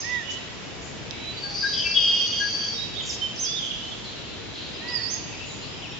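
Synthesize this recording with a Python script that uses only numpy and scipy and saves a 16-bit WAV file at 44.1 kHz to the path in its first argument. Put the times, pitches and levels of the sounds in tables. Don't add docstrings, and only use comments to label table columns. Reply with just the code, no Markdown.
import sys
import numpy as np
from scipy import signal
from scipy.io import wavfile

SR = 44100
rng = np.random.default_rng(int(sys.argv[2]) if len(sys.argv) > 2 else 0)


def persist_wave(psi):
    counts = np.round(np.clip(psi, -1, 1) * 32767).astype(np.int16)
    wavfile.write(sys.argv[1], SR, np.atleast_2d(counts).T)


N = 264159
TIME = np.arange(N) / SR


def buzzy_whistle(flutter_hz=331, swing_hz=172, settle_s=0.047, hold_s=0.21, fade_db_per_s=36):
    # (start [s], length [s], pitch [Hz], starts higher by [Hz],
    # level [dB])
    notes = [(1.829, 0.12, 2696, -25.5, -30), (1.938, 0.522, 3225, 134, -19)]
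    out = 0
    for start, length, pitch, sharp_hz, db in notes:
        age = np.clip(TIME - start, 0, length)
        hz = pitch + sharp_hz * np.exp(-(age / settle_s) ** 2)
        flutter = np.sin(phase_of(flutter_hz * (1 + 0.01 * drift(55))))
        hz = hz * (1 + 0.0039 * drift(60)) - swing_hz * flutter
        tone = rms_one((1 + 0.21 * flutter) * np.sin(phase_of(hz)))
        push_db = 7.5 * np.exp(-((age - 0.037) / 0.0079) ** 2)
        fade_db = fade_db_per_s * np.maximum(age - hold_s, 0)
        loudness = from_db(db + push_db - fade_db) * sounding(start, start + length, ramp_s=0.027)
        pan_db = np.interp(age, [0, 0.22], [8, -5])
        out = out + paths(loudness * tone, pan_db, echo_db=-6)
    return out


def pipes(quiver, droop=.0045, waver_db=1.5):
    # (start [s], length [s], pitch [Hz], rise [share of pitch], level [dB], pan [dB], echo [dB])
    notes = [ (0, 0.01, 6380, -0.0056, -26, -12.5, 3.5), (0.234, 0.16, 2956, 0.0285, -35.5, -21, -5),
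             (1.178, 0.2, 3960, 0.023, -40, -7.5, -0.5), (1.44, .17, 808, -0.028, -50.5, 7.5, -10),
             (1.589, 0.19, 3895, 0.035, -38.5, -16.5, -1.5), (2.749, 0.13, 3813, 0.031, -32.5, -18, -0.5),
             (3.212, 0.062, 3088, -0.0047, -26.5, -9, -12), (3.265, 0.071, 3094, 0.0079, -37.5, -8, -11),
             (3.559, 0.034, 3710, -0.016, -31.5, -17, -5), (3.78, 0.16, 3030, 0.0292, -42.5, 4, -5),
             (4.715, 0.08, 4980, -0.0016, -47.5, 1, -4), (5.499, 0.035, 6900, 0, -43, -20, -2),
             (5.548, 0.22, 5020, 0.06, -47.5, 8, 8), (5.836, 0.12, 5450, 0.036, -48, 5, 4)]
    out = np.zeros((2, 2, N))
    waver = from_db(waver_db * drift(17))
    for start, length, hz, rise, db, pan, echo in notes:
        blur = np.clip(1.6 + 0.083 * echo, .2, 1)
        start_hz, end_hz = hz * (1 - droop - rise / 2), hz * (1 - droop + rise / 2)
        note = glide(length, start_hz, hz, end_hz, quiver, taper=blur, overhang=0.22 * blur)
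        note = rms_one(note * waver[:len(note)] ** blur)
        waver = np.roll(waver, len(note))
        add(out, start + (length - len(note) / SR) / 2, paths(from_db(db) * note, pan, echo))
    return out


def chips(quiver):
    # (start [s], length [s], middle pitch [Hz], fall in each half [share of pitch], level [dB],
    # pan [dB], echo [dB])
    notes = [ (0, 0.012, 5300, 0.18, -24.5, -15.5, 16), (2.396, 0.02, 6160, 0.059, -35.5, -10, 0.5),
             (2.733, 0.016, 5450, 0.077, -26.5, -8.5, 11), (3.093, 0.019, 5340, 0.13, -26, -13, 3),
             (3.358, 0.014, 5500, 0.15, -31.5, -8.5, 8.5), (3.626, 0.018, 3200, 0.1, -23.5, -18, 7),
             (3.663, 0.022, 3300, 0.057, -35, -4, -3), (3.706, 0.016, 3247, .13, -26, -18, 3),
             (3.752, 0.015, 3210, .12, -42, 4, -3), (3.911, 0.035, 3385, 0.089, -36.5, -18.5, -1),
             (4.036, 0.032, 4170, .1, -37.5, -0.5, 11.5), (5.318, 0.039, 2500, 0.15, -40, 7, 1.5),
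             (5.459, 0.022, 7030, .025, -38.5, -13, 8), (5.487, 0.037, 3920, 0.087, -42, 7, 2),
             (5.615, 0.049, 4300, -0.093, -43, 7, 1), (5.646, 0.028, 3870, 0.017, -49, 7, 4),
             (5.823, 0.051, 2800, .19, -38.5, 7, -2), (5.9, 0.037, 3000, -0.088, -42, 6, 0)]
    out = np.zeros((2, 2, N))
    for start, length, hz, fall, db, pan, echo in notes:
        note = glide(length, hz * (1 + fall), hz, hz * (1 - fall), quiver, taper=0.82, overhang=0.21)
        add(out, start + (length - len(note) / SR) / 2, paths(from_db(db) * note, pan, echo))
    return out


def slurs(quiver, bend=1.5, swell_db=12, fade_db=3.5, ramp_cycles=4.8):
    # (start [s], climb [s], hold [s], fall [s], top pitch [Hz], depth [share of top], level [dB],
    # pan [dB], echo [dB])
    notes = [ (2.947, 0.032, 0.015, 0.023, 3740, 0.2, -24, -16, 3),
             (3.378, .025, 0.024, .054, 6260, .285, -21, -8.5, 3.5),
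             (3.434, 0.083, 0.063, 0.034, 3482, .11, -25.5, -30, -2)]
    out = np.zeros((2, 2, N))
    for start, climb, hold, fall, top_hz, depth, db, pan, echo in notes:
        t = np.arange(int((climb + hold + fall) * SR)) / SR
        climbing = np.clip(1 - t / climb, 0, 1)
        falling = np.sin(np.pi / 2 * np.clip((t - climb - hold) / fall, 0, 1))
        slack = climbing ** bend + falling ** bend
        shake = (0.25 + 26 * depth * slack) * quiver[int(start * SR):][:len(t)]
        tone = np.sqrt(2) * np.sin(phase_of(top_hz * (1 - depth * slack) * (1 + shake)))
        ramps = np.clip(np.minimum(t, t[-1] - t) * top_hz / ramp_cycles, 0, 1)
        dip_db = swell_db * np.clip(1 - t / (climb + hold), 0, 1) ** 2 + fade_db * slack * (t > climb)
        add(out, start, paths(from_db(db - dip_db) * ramps * tone, pan, echo))
    return out


def swoop(ragged_db=2.0, pan_db=-23):
    # (time [s], pitch [Hz], level [dB], echo [dB], quiver [share of pitch])
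    course = [(4.878, 5070, -33, 12, 0.011), (4.937, 5040, -23, 7, 0.005), (4.95, 4920, -23, -3, 0.015),
              (4.985, 4570, -29.5, -5, 0.0081), (5.036, 4477, -25.5, 0, 0.01),
              (5.08, 4830, -28.5, -2.5, 0.017), (5.101, 5870, -27.5, 4, 0.022),
              (5.122, 6460, -23.5, 0, 0.0055), (5.15, 6500, -25.5, -4, .006)]
    hz, db, echo_db, quiver = in_time(course)
    tone = np.sin(phase_of(hz * (1 + quiver * drift(280))))
    tone = rms_one(tone * from_db(ragged_db * drift(110)))
    return paths(from_db(db) * tone * sounding(course[0][0], course[-1][0]), pan_db, echo_db)


def toots(swell_s=0.026, scoop_s=0.0075, fade_db_per_s=398.5):
    # (start [s], hold [s], pitch [Hz], scoop up [Hz], sag midway [Hz], level [dB], pan [dB], echo [dB])
    notes = [(1.423, 0.027, 1618, -22, -0.5, -41, 27.5, -7.5), (1.622, 0.014, 1655, 130, 52, -21.5, 9, -8),
             (2.395, 0.038, 1651, 41, 0.5, -24, 11.5, -12)]
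    out = 0
    for start, hold, pitch, scoop_hz, sag_hz, db, pan, echo in notes:
        age = np.clip(TIME - start, 0, .5)
        sag = np.exp(-((age - 0.0279) / 0.0119) ** 2)
        hz = pitch - scoop_hz * np.exp(-age / scoop_s) - sag_hz * sag
        tone = rms_one(np.sin(phase_of(hz * (1 + 0.0043 * drift(60)))))
        swell = np.sin(np.pi / 2 * np.minimum(age / swell_s, 1)) ** 2
        fade_db = fade_db_per_s * np.maximum(age - swell_s - hold, 0)
        out = out + paths(from_db(db - fade_db) * swell * tone, pan, echo)
    return out


def mews(quiver, top_at=0.45, sag=0.14):
    # (start [s], length [s], low tone's top [Hz], level [dB], low tone against high [dB], pan [dB],
    # echo [dB])
    notes = [(0.027, .215, 987, -30.5, -18, -13, -7), (4.802, .218, 980, -35.5, -11, -7.5, 0)]
    out = np.zeros((2, 2, N))
    for start, length, top_hz, db, low_db, pan, echo in notes:
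        progress = np.linspace(0, 1, int(length * SR))
        hz = top_hz * (1 - sag * ((progress - top_at) / (1 - top_at)) ** 2)
        phase = phase_of(hz * (1 + .5 * quiver[:len(hz)]))
        tone = from_db(low_db) * np.sin(phase) + np.sin(2 * phase)
        swell = from_db(np.interp(progress, [0, 0.66, 1], [-10, 0, -17]))
        note = rms_one(swell * tone * signal.windows.tukey(len(hz), .16))
        add(out, start, paths(from_db(db) * note, pan, echo))
    return out


def rasps():
    # (start [s], length [s], low edge [Hz], high edge [Hz], level [dB], pan [dB])
    bursts = [ (0.288, 0.071, 4950, 7440, -40, 23), (0.315, 0.0057, 5300, 7540, -34, 9),
              (0.801, 0.13, 6500, 7600, -47, 22), (1.109, 0.0016, 3280, 7260, -23.5, -25),
              (1.723, 0.073, 3030, 3480, -32, 7), (1.771, 0.094, 3000, 3330, -28, 8.5),
              (2.589, 0.1, 3066, 3320, -36, -10), (3.013, 0.06, 6800, 7140, -45, 5),
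              (3.041, 0.13, 5530, 7640, -35.5, 0.5), (4.016, 0.14, 3070, 4370, -47.5, 3),
              (4.505, 0.22, 2840, 4800, -45, -1), (4.87, 0.05, 4620, 4940, -36, -20),
              (5.385, 0.12, 2610, 2900, -42, 10), (5.492, 0.18, 6800, 7100, -52.5, -12)]
    out = np.zeros((2, 2, N))
    for start, length, low, high, db, pan in bursts:
        noise = band(rng.standard_normal(SR // 2), low, high)[-max(int(length * SR), 64):]
        burst = rms_one(noise * signal.windows.tukey(len(noise), .5))
        add(out, start, paths(from_db(db) * burst, pan, echo_db=-5))
    return out


def trill(lower_hz=4565, upper_hz=4950, thin_hz=5560, warble_hz=66, throbs_per_s=15.2):
    # (time [s], lower tone [dB], upper tone [dB], rasp [dB], rasp pitch [Hz],
    # rasp swing [Hz], thin tone [dB], throb [dB])
    course = [ (1.31, -50, -75, -52, 4600, 119, -71.5, 0),
              (1.441, -29.5, -53.5, -35.5, 4537, 160, -54.5, 1),
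              (1.52, -38.5, -57, -34, 4490, 276, -38.5, 10.5),
              (1.58, -34.5, -30.5, -29.5, 4748, 229, -36.5, 6.5),
              (1.72, -36, -32.5, -26, 4760, 244, -36, 10.5), (1.852, -34, -31, -31, 4795, 267, -37.5, -7.5),
              (2.082, -32.5, -32, -28, 4750, 310, -38.5, -1),
              (2.192, -38.5, -34.5, -29.5, 4755, 374, -35.5, 3),
              (2.289, -30, -50, -31, 4724, 332, -35, 0.5), (2.438, -35.5, -56, -29, 4647, 224, -36, -1),
              (2.55, -29, -53, -31.5, 4736, 201, -36.5, 6.5), (2.719, -30, -54, -28, 4630, 200, -35.5, 3.5)]
    lower_db, upper_db, rasp_db, rasp_hz, swing_hz, thin_db, throb_db = in_time(course)
    start, end = course[0][0], course[-1][0]
    warble = np.sin(phase_of(warble_hz * (1 + 0.28 * drift(39.55))))
    pulse_db = throb_db * np.cos(2 * np.pi * throbs_per_s * (TIME - 2.548))
    flit_db = 3.5 * drift(35)
    climb_hz = 240 * (np.minimum(TIME, end) - start)
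    voices = [(lower_db + pulse_db + flit_db, lower_hz + 17 * drift(45)),
              (upper_db - flit_db, upper_hz + 17 * drift(50.8)),
              (rasp_db, rasp_hz + swing_hz * warble + 90 * drift(280)),
              (thin_db, thin_hz + climb_hz + 292 * warble + 290 * drift(500))]
    song = sum(from_db(db) * rms_one(np.sin(phase_of(hz))) for db, hz in voices)
    ragged = rms_one(from_db(2.5 * drift(110)))
    return paths(song * ragged * sounding(start, end), pan_db=0.67, echo_db=3.0)


def far_birds(count=1100, spread_octaves=.75):
    # (time [s], level [dB], middle pitch [Hz])
    chorus = [(.1, -39, 2966), (.45, -42.5, 3197), (.7, -59.5, 2996), (1.15, -39.5, 2963), (1.5, -47, 2940),
              (3.85, -41.5, 3366), (3.99, -45.5, 3330), (4.08, -41.5, 3470), (4.25, -42, 3484),
              (4.44, -44.5, 3310), (4.57, -38, 3482), (4.8, -39.5, 3315), (5.15, -44.5, 2980),
              (5.6, -42.5, 3185), (5.95, -40.5, 3206)]
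    out, quiver = np.zeros((2, 2, N)), .012 * drift(200)
    level_db, middle_hz = in_time(chorus)
    for when, length, pitch, bend, side in rng.random((count, 5)):
        hz = middle_hz[int(when * N)] * 2 ** (spread_octaves * (pitch - .5))
        slope = .42 * (bend - .5)
        note = glide(0.025 + .04 * length, hz * (1 - slope), hz, hz * (1 + slope), quiver, taper=0.92)
        add(out, when * N / SR - len(note) / SR / 2, paths(note, 8 * (side - .5), echo_db=12))
    return rms_one(out) / np.sqrt(2) * from_db(level_db)


def leaves(calls, fade_s=.05, blur_db=-12):
    t = TIME[:SR // 8]
    blur = rng.standard_normal((2, len(t))) * from_db(-60 * t / fade_s)
    blur *= from_db(blur_db) / np.sqrt(np.sum(blur ** 2, axis=1, keepdims=True))
    return (calls + signal.fftconvolve(calls, blur, axes=1)[:, :N]) / np.hypot(1, from_db(blur_db))


def trees(calls, near_fade_s=0.57, near_db=12.5, wood_fade_s=4.7, treble_fade_s=2.76, treble_hz=3500):
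    t = TIME[:int(1.3 * SR)]
    fade = from_db(-60 * t / wood_fade_s) + from_db(near_db - 60 * t / near_fade_s)
    echoes = rng.standard_normal((2, len(t))) * fade * (1 - np.exp(-t / 0.0048))
    echoes /= np.sqrt(np.sum(echoes ** 2, axis=1, keepdims=True))
    treble = signal.sosfiltfilt(signal.butter(2, treble_hz, "high", fs=SR, output="sos"), echoes)
    echoes -= treble * (1 - from_db(-60 * t / treble_fade_s))
    return signal.fftconvolve(calls, echoes, axes=1)[:, :N]


def air(level_db=-37.5, waver_db=0.7, rumble_hz=130):
    # (frequency [Hz], relative level [dB])
    spectrum = [(15, -48), (25, -28), (50, -5), (118, 0.5), (220, -3), (370, -4), (600, -8.5),
                (1300, -14.5), (2100, -13), (2850, -12), (3700, -17), (5000, -17), (6700, -20.5),
                (9500, -36.5)]
    # (frequency [Hz], likeness [0 to 1])
    likeness = [(40, 0.44), (120, 0.25), (500, 0.17), (2000, 0.26), (7000, 0.014)]
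    # (frequency [Hz], pan [dB])
    balance = [(60, 5), (160, 2.5), (410, 0), (1060, 1), (2760, 0), (7200, 1)]
    # (peak time [s], half length [s], boost [dB])
    swells = [(1.0, 0.3, 3.5), (5.0, 0.76, 1.5)]
    edges = 22 * 2 ** np.arange(0, 9.1, .5)
    out, white = 0, rng.standard_normal((2, 2, N))
    swell_db = sum(db * np.exp(-((TIME - peak) / half_s) ** 2) for peak, half_s, db in swells)
    for k, (low, high) in enumerate(zip(edges, edges[1:])):
        mid, side = band(white[k % 2], low, high)
        hz = np.sqrt(low * high)
        alike = at_hz(likeness, hz)
        noise = np.sqrt(1 + alike) * mid + np.sqrt(1 - alike) * side * [[1], [-1]]
        rumble_share = np.exp(-np.log2(hz / rumble_hz) ** 2)
        gain = from_db(at_hz(spectrum, hz) + rumble_share * swell_db + waver_db * drift(1.0))
        out = out + gain * panned(at_hz(balance, hz)) * noise
    return from_db(level_db) * rms_one(out)


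def glide(length, start_hz, middle_hz, end_hz, quiver, taper, overhang=0.11):
    samples = max(int(length * (1 + 2 * overhang) * SR), 64)
    progress = np.linspace(-overhang, 1 + overhang, samples)
    hz = np.polyval(np.polyfit([0, .5, 1], [start_hz, middle_hz, end_hz], 2), progress)
    at = int(rng.random() * (N - samples))
    unsteady = 0.097 + 7 * np.ptp(hz) / middle_hz
    phase = phase_of(hz * (1 + unsteady * quiver[at:at + samples]))
    return rms_one(np.sin(phase) * signal.windows.tukey(samples, taper))


def paths(sound, pan_db, echo_db):
    echo = from_db(echo_db)
    straight, scattered = panned(pan_db) * sound, echo * panned(0.21 * pan_db) * sound
    return np.array([straight, scattered]) / np.sqrt(1 + 1.8 * echo ** 2)


def panned(pan_db):
    gains = from_db(np.array([[.5], [-.5]]) * pan_db)
    return gains / np.sqrt(np.mean(gains ** 2, axis=0))


def drift(per_s):
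    r = np.exp(-80 * np.pi * per_s / SR)
    slow = signal.lfilter([1], [1, -2 * r, r * r], rng.standard_normal(N // 40 + 2002))[2000:]
    return np.interp(np.arange(N) / 40, np.arange(len(slow)), rms_one(slow))


def from_db(db):
    return 10 ** (np.asarray(db) / 20)


def rms_one(x):
    return x / np.sqrt(np.mean(x ** 2) + 1e-20)


def in_time(rows):
    times, *columns = np.transpose(rows)
    return [np.interp(TIME, times, column) for column in columns]


def at_hz(points, hz):
    frequencies, values = np.transpose(points)
    return np.interp(np.log(hz), np.log(frequencies), values)


def band(x, low_hz, high_hz):
    return signal.sosfilt(signal.butter(2, [low_hz, high_hz], "band", fs=SR, output="sos"), x)


def phase_of(hz):
    return 2 * np.pi * np.cumsum(hz) / SR


def sounding(start_s, end_s, ramp_s=0.009):
    return np.clip(np.minimum(TIME - start_s, end_s - TIME) / ramp_s, 0, 1)


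def add(out, start_s, sound):
    i = int(np.clip(start_s * SR, 0, N - 1))
    out[..., i:i + sound.shape[-1]] += sound[..., :N - i]


def scene():
    quiver = 0.0066 * drift(260)
    whistles = buzzy_whistle() + pipes(quiver) + chips(quiver) + slurs(quiver) + swoop()
    straight, scattered = whistles + toots() + mews(quiver) + rasps() + trill() + far_birds()
    return leaves(straight) + trees(scattered) + air()


def record(dry, cutoff_hz=7450):
    return signal.sosfilt(signal.ellip(12, .2, 80, cutoff_hz, fs=SR, output="sos"), dry)


dry = scene()
out = record(dry)
persist_wave(out)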